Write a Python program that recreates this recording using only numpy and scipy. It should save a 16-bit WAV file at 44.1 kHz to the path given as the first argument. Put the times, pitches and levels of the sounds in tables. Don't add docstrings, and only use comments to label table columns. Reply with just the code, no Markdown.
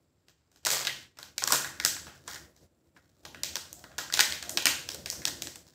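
import sys
import numpy as np
from scipy import signal
from scipy.fft import rfft, irfft
from scipy.io import wavfile
from scipy.ndimage import uniform_filter1d

SR = 44100
rng = np.random.default_rng(int(sys.argv[2]) if len(sys.argv) > 2 else 0)


def output_pcm(signal):
    pcm = np.clip(np.atleast_2d(signal).T, -1, 1) * 32767
    wavfile.write(sys.argv[1], SR, np.round(pcm).astype(np.int16))


N = 253486
TIME = np.arange(N) / SR

# [t/s, level/dB, foil f/Hz, snap length/ms, shell f/Hz, shell/dB re level, room/dB re level]
BUCKLES = [(.2839, -52.5, 4770, 1.65, 1770, -8.5, 1.5), (.5164, -56.5, 5830, 1.8, 1580, -11, 1.5),
           (0.5599, -54, 5100, 1.54, 1720, -10.5, 2), (0.6504, -27.5, 5970, 1.96, 1810, -25, 1),
           (0.6599, -28.5, 6340, 1.28, 1900, -6.5, 0), (0.6656, -29, 5480, 2.5, 1300, 0.5, -5.5),
           (0.6669, -24, 5600, 2.43, 1630, -10.5, -4.5), (.7035, -24.5, 6560, 1.57, 1990, -10, 5.5),
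           (0.8494, -31, 4470, 3.06, 1810, -9.5, 0), (0.8703, -25, 3800, 1.27, 2000, -5.5, -2.5),
           (0.8756, -30, 3860, 2, 1940, -3, -5), (0.8932, -45, 3100, 3.9, 1920, 13, -40.5),
           (1.171, -56, 4230, 4.3, 1910, -4.5, -12.5), (1.1875, -44.5, 5500, 2.56, 1400, -3.5, 1),
           (1.229, -40.5, 4810, 1.2, 1570, -8.5, -2), (1.3807, -27, 5300, 1.37, 2383, -8, -3),
           (1.422, -35, 4400, 3.27, 1160, 0.5, 1.5), (1.4387, -23, 5910, 0.58, 1650, -14, -10),
           (1.475, -24, 6250, 1.93, 1570, -7, -1.5), (1.506, -32, 6540, 1.6, 1390, -4.5, -3),
           (1.5219, -17.5, 6710, 2.75, 1390, -7.5, 0.5), (1.645, -37, 5000, 3.9, 1610, 4.5, -1.5),
           (1.7997, -31.5, 4470, 1.2, 1870, 1, -1.5), (1.8385, -42.5, 5100, 2.7, 1640, 3, -6.5),
           (1.8494, -17.5, 6120, 1.24, 1620, -12, -1), (1.859, -29.5, 7850, 1.03, 1510, -0.5, -13),
           (1.9649, -45.5, 4900, 1.3, 1460, 4.5, -4), (2.0677, -48.5, 3640, 3.4, 1430, 1.5, 3.5),
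           (2.278, -38, 5520, 2.2, 1390, -1.5, 0.5), (2.3593, -47.5, 4550, 2.7, 1820, 3, -24),
           (2.564, -55, 5360, 0.98, 1650, -14.5, 2.5), (2.964, -61.5, 3470, 3.6, 1557, 10, -1),
           (3.2513, -41, 4300, 3.7, 1405, -6.5, -0.5), (3.3459, -46, 3180, 1.8, 1540, 3, -2),
           (3.434, -25.5, 5000, 1.43, 1870, -15, -1.5), (3.5559, -27.5, 4900, 1.23, 1470, -11, -4.5),
           (3.5666, -34, 5330, 2.9, 1370, -9, -5), (3.729, -41, 7740, 1, 1510, -28, -3.5),
           (3.7932, -55.5, 6400, 1.3, 1350, -14, 2.5), (3.84, -48, 4520, 2.4, 1400, 3, -2.5),
           (3.916, -59, 3400, 1.26, 1350, 4, 1), (3.982, -32.5, 4900, 1.68, 1450, -5, 4),
           (3.9863, -33, 6000, 1.5, 1520, -0.5, -5.5), (4.1009, -48.5, 5320, 1.2, 1470, 10.5, -8),
           (4.1248, -32, 4520, 1.25, 1760, -4.5, -11.5), (4.139, -21.5, 4830, 1.65, 1910, -14.5, -2),
           (4.1471, -30.5, 5400, 1.9, 1580, -18, -16), (4.174, -29.5, 5000, 2, 1610, -3, -2),
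           (4.1924, -19, 5060, 1.42, 1810, 0, -10), (4.2018, -19.5, 4570, 1.7, 1790, -5.5, 1.5),
           (4.2064, -15.5, 5900, 1.82, 1990, -4.5, -7.5), (4.323, -29, 4300, 1.5, 1970, -8.5, -1),
           (4.426, -35, 5000, 1.7, 1610, -6, -1.5), (4.4941, -31.5, 7050, 1.26, 1820, -14.5, -1),
           (4.5729, -20, 3900, 2.4, 1610, -10.5, -4), (4.623, -35, 5260, 2.3, 1750, -14, -17),
           (4.6556, -18, 4680, 2.05, 1650, -9, 1), (4.6562, -25, 10000, 1.2, 1730, -23, -5),
           (4.6677, -21.5, 4680, 1.75, 2320, 1, -5.5), (4.8894, -31, 4750, 1.13, 1670, -13, -3.5),
           (4.9455, -39.5, 8200, 2.4, 1400, -11, -10), (5.0594, -32.5, 4800, 2.4, 1830, -7.5, -1.5),
           (5.101, -28, 5660, 0.43, 1670, -30, -1), (5.1254, -43.5, 5980, 2.8, 1190, -6, -0.5),
           (5.2183, -48, 5600, 2.9, 1920, 2, 1), (5.2531, -21.5, 5120, 1.01, 1950, -14.5, -5),
           (5.2731, -31.5, 4940, 4.3, 1840, -5.5, -2.5), (5.28, -32, 5300, 1.2, 2070, -22, -30),
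           (5.421, -30, 6100, 1.73, 2010, -17, -3.5), (5.471, -37, 5130, 1, 1750, -9, -2),
           (5.5572, -43, 7100, 2.24, 1800, -10.5, -5.5)]
# [t/s, level/dB]
RUMBLE_LEVELS = [(0.0, -64.5), (0.57, -78), (0.74, -75), (0.97, -51.5), (1.14, -95), (1.25, -64.5),
                 (1.39, -60), (1.44, -58), (2.1, -51.5), (2.11, -57.5), (2.63, -58), (2.7, -62.5),
                 (3.17, -62), (3.46, -53.5), (3.84, -58.5), (4.48, -51.5), (5.41, -49.5), (5.75, -62)]


def undb(db):
    return 10 ** (np.asarray(db) / 20)


def unit(x):
    return x / np.sqrt(np.mean(x ** 2))


def curve(rows):
    rows = np.asarray(rows)
    return np.interp(TIME, rows[:, 0], rows[:, 1])


def along_hz(points, hz):
    points = np.asarray(points)
    return np.interp(np.log(np.maximum(hz, 1)), np.log(points[:, 0]), points[:, 1])


def response(points, size=4096):
    gain = undb(along_hz(points, np.fft.rfftfreq(size, 1 / SR)))
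    cepstrum = irfft(np.log(gain))
    cepstrum[1:size // 2] *= 2
    cepstrum[size // 2 + 1:] = 0
    return irfft(np.exp(rfft(cepstrum)))[:size // 2]


def colour(x, points):
    return signal.fftconvolve(x, response(points))[:len(x)]


def resonate(x, hz, width_hz):
    return signal.lfilter(*signal.iirpeak(hz, hz / width_hz, fs=SR), x)


def add(track, s, sound):
    start = max(int(s * SR), 0)
    track[start:start + len(sound)] += sound[:N - start]


def steady_hiss(level_db=-65):
    # [f/Hz, level/dB per Hz]
    hiss_colour = [(30, -20), (60, -1.5), (85, 3), (130, -3), (190, -5.5), (350, -7), (600, -16.5),
                   (1500, -20), (4000, -29), (6500, -37.5), (7400, -19), (8600, -31), (10500, -39.5),
                   (16000, -33.5)]
    return unit(colour(rng.standard_normal(N), hiss_colour)) * undb(level_db)


def rumble_and_murmur(rumble_db=-4.0, murmur_db=-6.0, wobble_db=1.85, size=1400):
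    # [f/Hz, level/dB per Hz]
    rumble_colour = [(25, -41.5), (42, -26), (60, -2.5), (85, 3.5), (105, -8.5), (135, -1.5), (180, -7.5),
                     (300, -11), (600, -35.5)]
    murmur_colour = [(120, -19), (220, -4), (330, 6.5), (420, -4.5), (520, 2.5), (700, -3), (830, -15),
                     (3000, -26)]
    drift = uniform_filter1d(uniform_filter1d(rng.standard_normal(N), size), size)
    wobble = undb(wobble_db * unit(drift))
    rumble = unit(colour(rng.standard_normal(N), rumble_colour) * wobble) * undb(rumble_db)
    murmur = unit(colour(rng.standard_normal(N), murmur_colour) * wobble) * undb(murmur_db)
    return (rumble + murmur) * undb(curve(RUMBLE_LEVELS))


def buckle(length_s, kick=0.12, kick_s=0.0023, size=2048):
    t = np.arange(size) / SR
    fade = np.exp(-t / length_s) + kick * np.exp(-t / kick_s)
    return fade * rng.choice([-1, 1], size)


def snaps(spread=0.71, widening=0.91, wall_width_hz=700, ring_db=2.0):
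    # [f/Hz, level/dB per Hz]
    facet_colour = [(300, -41), (1200, -19), (2400, 10.5), (4000, 6.5), (7300, 6.5), (8900, 1), (10000, -3),
                    (16000, -15.5)]
    edge_colour = [(5000, -36), (8000, 5.5), (9500, -5), (11500, -3.5), (13000, -3), (14500, 2),
                   (16000, -13.5)]
    cup_colour = [(60, -21), (140, -12.5), (320, -9), (610, -4.5), (860, -3), (1400, -11), (3000, -29)]
    # [f/Hz, width/Hz, level/dB]
    shell_modes = [(853, 52, 3.5), (1000, 32, 3), (1430, 53, -14), (1470, 130, -5), (1628, 47, -4),
                   (1900, 26, -4.5), (2010, 110, -10)]
    usual_db, usual_hz, usual_ms, usual_shell_hz = -32, 5000, 1.7, 1680
    foil_stretch, shell_stretch, edge_stretch, cup_stretch = 1.5, 2.4, 1, 3.3

    direct, thrown = np.zeros(N), np.zeros(N)
    facet, edge, cup = response(facet_colour), response(edge_colour), response(cup_colour)
    for s, db, foil_hz, ms, shell_hz, shell_rel, room_rel in BUCKLES:
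        length_s = ms / 1000
        edge_rel = -9.5 + 11 * np.log2(foil_hz / usual_hz)
        thud_rel = -14 + 5 * np.log2(ms / usual_ms)
        thud_rel -= 0.21 * (db - usual_db)
        thud_rel -= 9.5 * np.log2(shell_hz / usual_shell_hz)

        width_hz = foil_hz * min(spread * ms ** widening, 1.3)
        foil = resonate(resonate(facet, foil_hz, width_hz), foil_hz, width_hz)
        wall = resonate(signal.unit_impulse(len(cup)), shell_hz, wall_width_hz)
        wall = resonate(wall, shell_hz, shell_hz)
        ringing = sum(undb(gain_db) * resonate(wall, hz, width) for hz, width, gain_db in shell_modes)
        shell = wall + undb(ring_db) * ringing

        bodies = [(foil, 0, foil_stretch), (shell, shell_rel, shell_stretch),
                  (edge, edge_rel, edge_stretch), (cup, thud_rel, cup_stretch)]
        for body, rel, stretch in bodies:
            gain = undb(db + rel) * np.sqrt(.005 * SR / len(body))
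            struck = signal.fftconvolve(buckle(length_s * stretch), body)[:len(body)]
            add(direct, s, gain * unit(struck))
            add(thrown, s + length_s * rng.random(), gain * undb(room_rel) * unit(body))
    return direct, thrown


def crackle(rate, scatter_db, count=4):
    # [f/Hz, level/dB per Hz]
    tick_colour = [(80, -11.5), (150, -9), (260, -6), (450, 2.5), (1700, 0), (3000, -1.5), (5000, 6.5),
                   (8000, -3.5), (10000, -13), (15000, -11)]
    out = np.zeros(N)
    for _ in range(count):
        sizes = undb(scatter_db * np.minimum(rng.exponential(size=N), 2.5))
        ticks = (rng.random(N) < rate / count / SR) * sizes
        out += signal.oaconvolve(ticks, unit(buckle(0.00014)))[:N]
    return unit(colour(out, tick_colour))


def strain(stray_db=-16, settle_db=-25.5, settle_db_per_s=92.5):
    # [t/s, length/s, level/dB]
    crumples = [(1.498, 0.067, -36), (2.14, .13, -64.5), (2.284, 0.061, -47.5), (2.964, 0.32, -68.5),
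                (4.134, .03, -40), (4.891, 0.021, -40), (5.663, 0.123, -62)]
    rise_db_per_s, fall_db_per_s = 1097.5, 263.5
    power = undb(curve(RUMBLE_LEVELS) + stray_db) ** 2
    settling = undb(settle_db - settle_db_per_s * TIME[:SR])
    for s, db, *_ in BUCKLES:
        add(power, s, (undb(db) * settling) ** 2)
    for s, length_s, db in crumples:
        before = rise_db_per_s * (s - TIME)
        after = fall_db_per_s * (TIME - s - length_s)
        below = np.maximum(np.maximum(before, after), 0)
        power += undb(db - below) ** 2
    return np.sqrt(power)


def tearing():
    # [t/s, level/dB]
    seam_levels = [(.661, -76.5), (.675, -29), (.701, -43.5), (.724, -31), (.756, -35.5), (.791, -36.5),
                   (.831, -37), (.88, -89)]
    seam = crackle(1200, 6.9) * undb(curve(seam_levels))
    creases = crackle(300, 4.6) * strain()
    return seam + creases


def short_hums(impulse_rate=900, width_share=.22, trim_db=-0.5):
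    # [t/s, length/s, f/Hz, level/dB before the trim]
    hum_rows = [(.661, 0.17, 139, -61.5), (0.677, 0.098, 432, -50.5), (1.495, 0.064, 1090, -35.5),
                (2.301, 0.095, 1800, -54), (3.723, 0.27, 660, -66), (4.412, 0.19, 640, -55.5),
                (4.542, 0.03, 360, -48), (4.65, 0.034, 287, -42.5), (4.917, 0.062, 493, -54),
                (5.248, .27, 305, -58.5)]
    out = np.zeros(N)
    for s, length_s, hz, db in hum_rows:
        size = int(length_s * SR)
        impulses = (rng.random(size) < impulse_rate / SR) * rng.standard_normal(size)
        impulses += 1e-9
        ring = resonate(resonate(impulses, hz, width_share * hz), hz, 2 * width_share * hz)
        add(out, s, unit(ring * signal.windows.tukey(size, .5)) * undb(db + trim_db))
    return out


def room(x, first_s=0.011, first_gain=0.4, build_s=0.015, wet_db=-1.4, count=12):
    # [f/Hz, T60/s]
    t60 = [(100, 0.98), (400, 0.4), (1600, 0.48), (4000, 0.43), (8000, 0.43), (15000, 0.32)]
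    # [f/Hz, level/dB re whole dense tail]
    linger = [(135, -17.5), (305, -33.5), (807, -29), (1125, -22), (1331, -27), (1548, -33), (1662, -27.5),
              (1790, -23), (1904, -29.5)]
    # [f/Hz, level/dB]
    wall_colour = [(100, -1.7), (400, 1), (900, -2), (1700, -1.2), (3000, -0.1), (5000, -1.8),
                   (8000, -0.12), (11000, 0.75), (15000, 2.2)]

    t = np.arange(SR) / SR
    hz = np.fft.rfftfreq(SR, 1 / SR)
    noise = rfft(rng.standard_normal(SR))
    edges = np.geomspace(50, SR / 2, count + 1)
    tail = np.zeros(SR)
    for lo, hi in zip(edges, edges[1:]):
        band = irfft(noise * ((hz >= lo) & (hz < hi)), SR)
        tail += band * np.exp(-np.log(1000) * t / along_hz(t60, np.sqrt(lo * hi)))
    tail *= np.clip((t - first_s / 2) / build_s, 0, 1) ** .5
    tail /= np.linalg.norm(tail)
    for mode_hz, db in linger:
        mode = np.sin(2 * np.pi * mode_hz * t) * np.exp(-np.log(1000) * t / along_hz(t60, mode_hz))
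        tail += undb(db) * mode / np.linalg.norm(mode)
    tail[int(first_s * SR)] += first_gain
    return undb(wet_db) * signal.fftconvolve(x, colour(tail, wall_colour))[:N]


def scene(tick_echo_db=-4.5):
    direct, thrown = snaps()
    ticks_and_hums = tearing() + short_hums()
    echo = room(thrown + undb(tick_echo_db) * ticks_and_hums)
    return (direct + ticks_and_hums + echo + rumble_and_murmur() + steady_hiss())[None]


def suppress(x, open_db=-55, slope=1.2, depth_db=8, window_s=.04, split_hz=900, treble_share=1.25):
    power = uniform_filter1d(x ** 2, int(window_s * SR))
    level_db = 10 * np.log10(np.maximum(power, 1e-12))
    gain_db = np.clip(slope * (level_db - open_db), -depth_db, 0)
    bass = signal.sosfiltfilt(signal.butter(2, split_hz, fs=SR, output="sos"), x)
    treble = x - bass
    return bass * undb(gain_db) + treble * undb(treble_share * gain_db)


def record(dry, bass_hz=48, top_hz=15600):
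    thinned = signal.sosfilt(signal.butter(2, bass_hz, "high", fs=SR, output="sos"), dry)
    rounded = np.tanh(suppress(thinned))
    return signal.sosfilt(signal.ellip(10, .2, 70, top_hz, fs=SR, output="sos"), rounded)


dry = scene()
out = record(dry)
output_pcm(out)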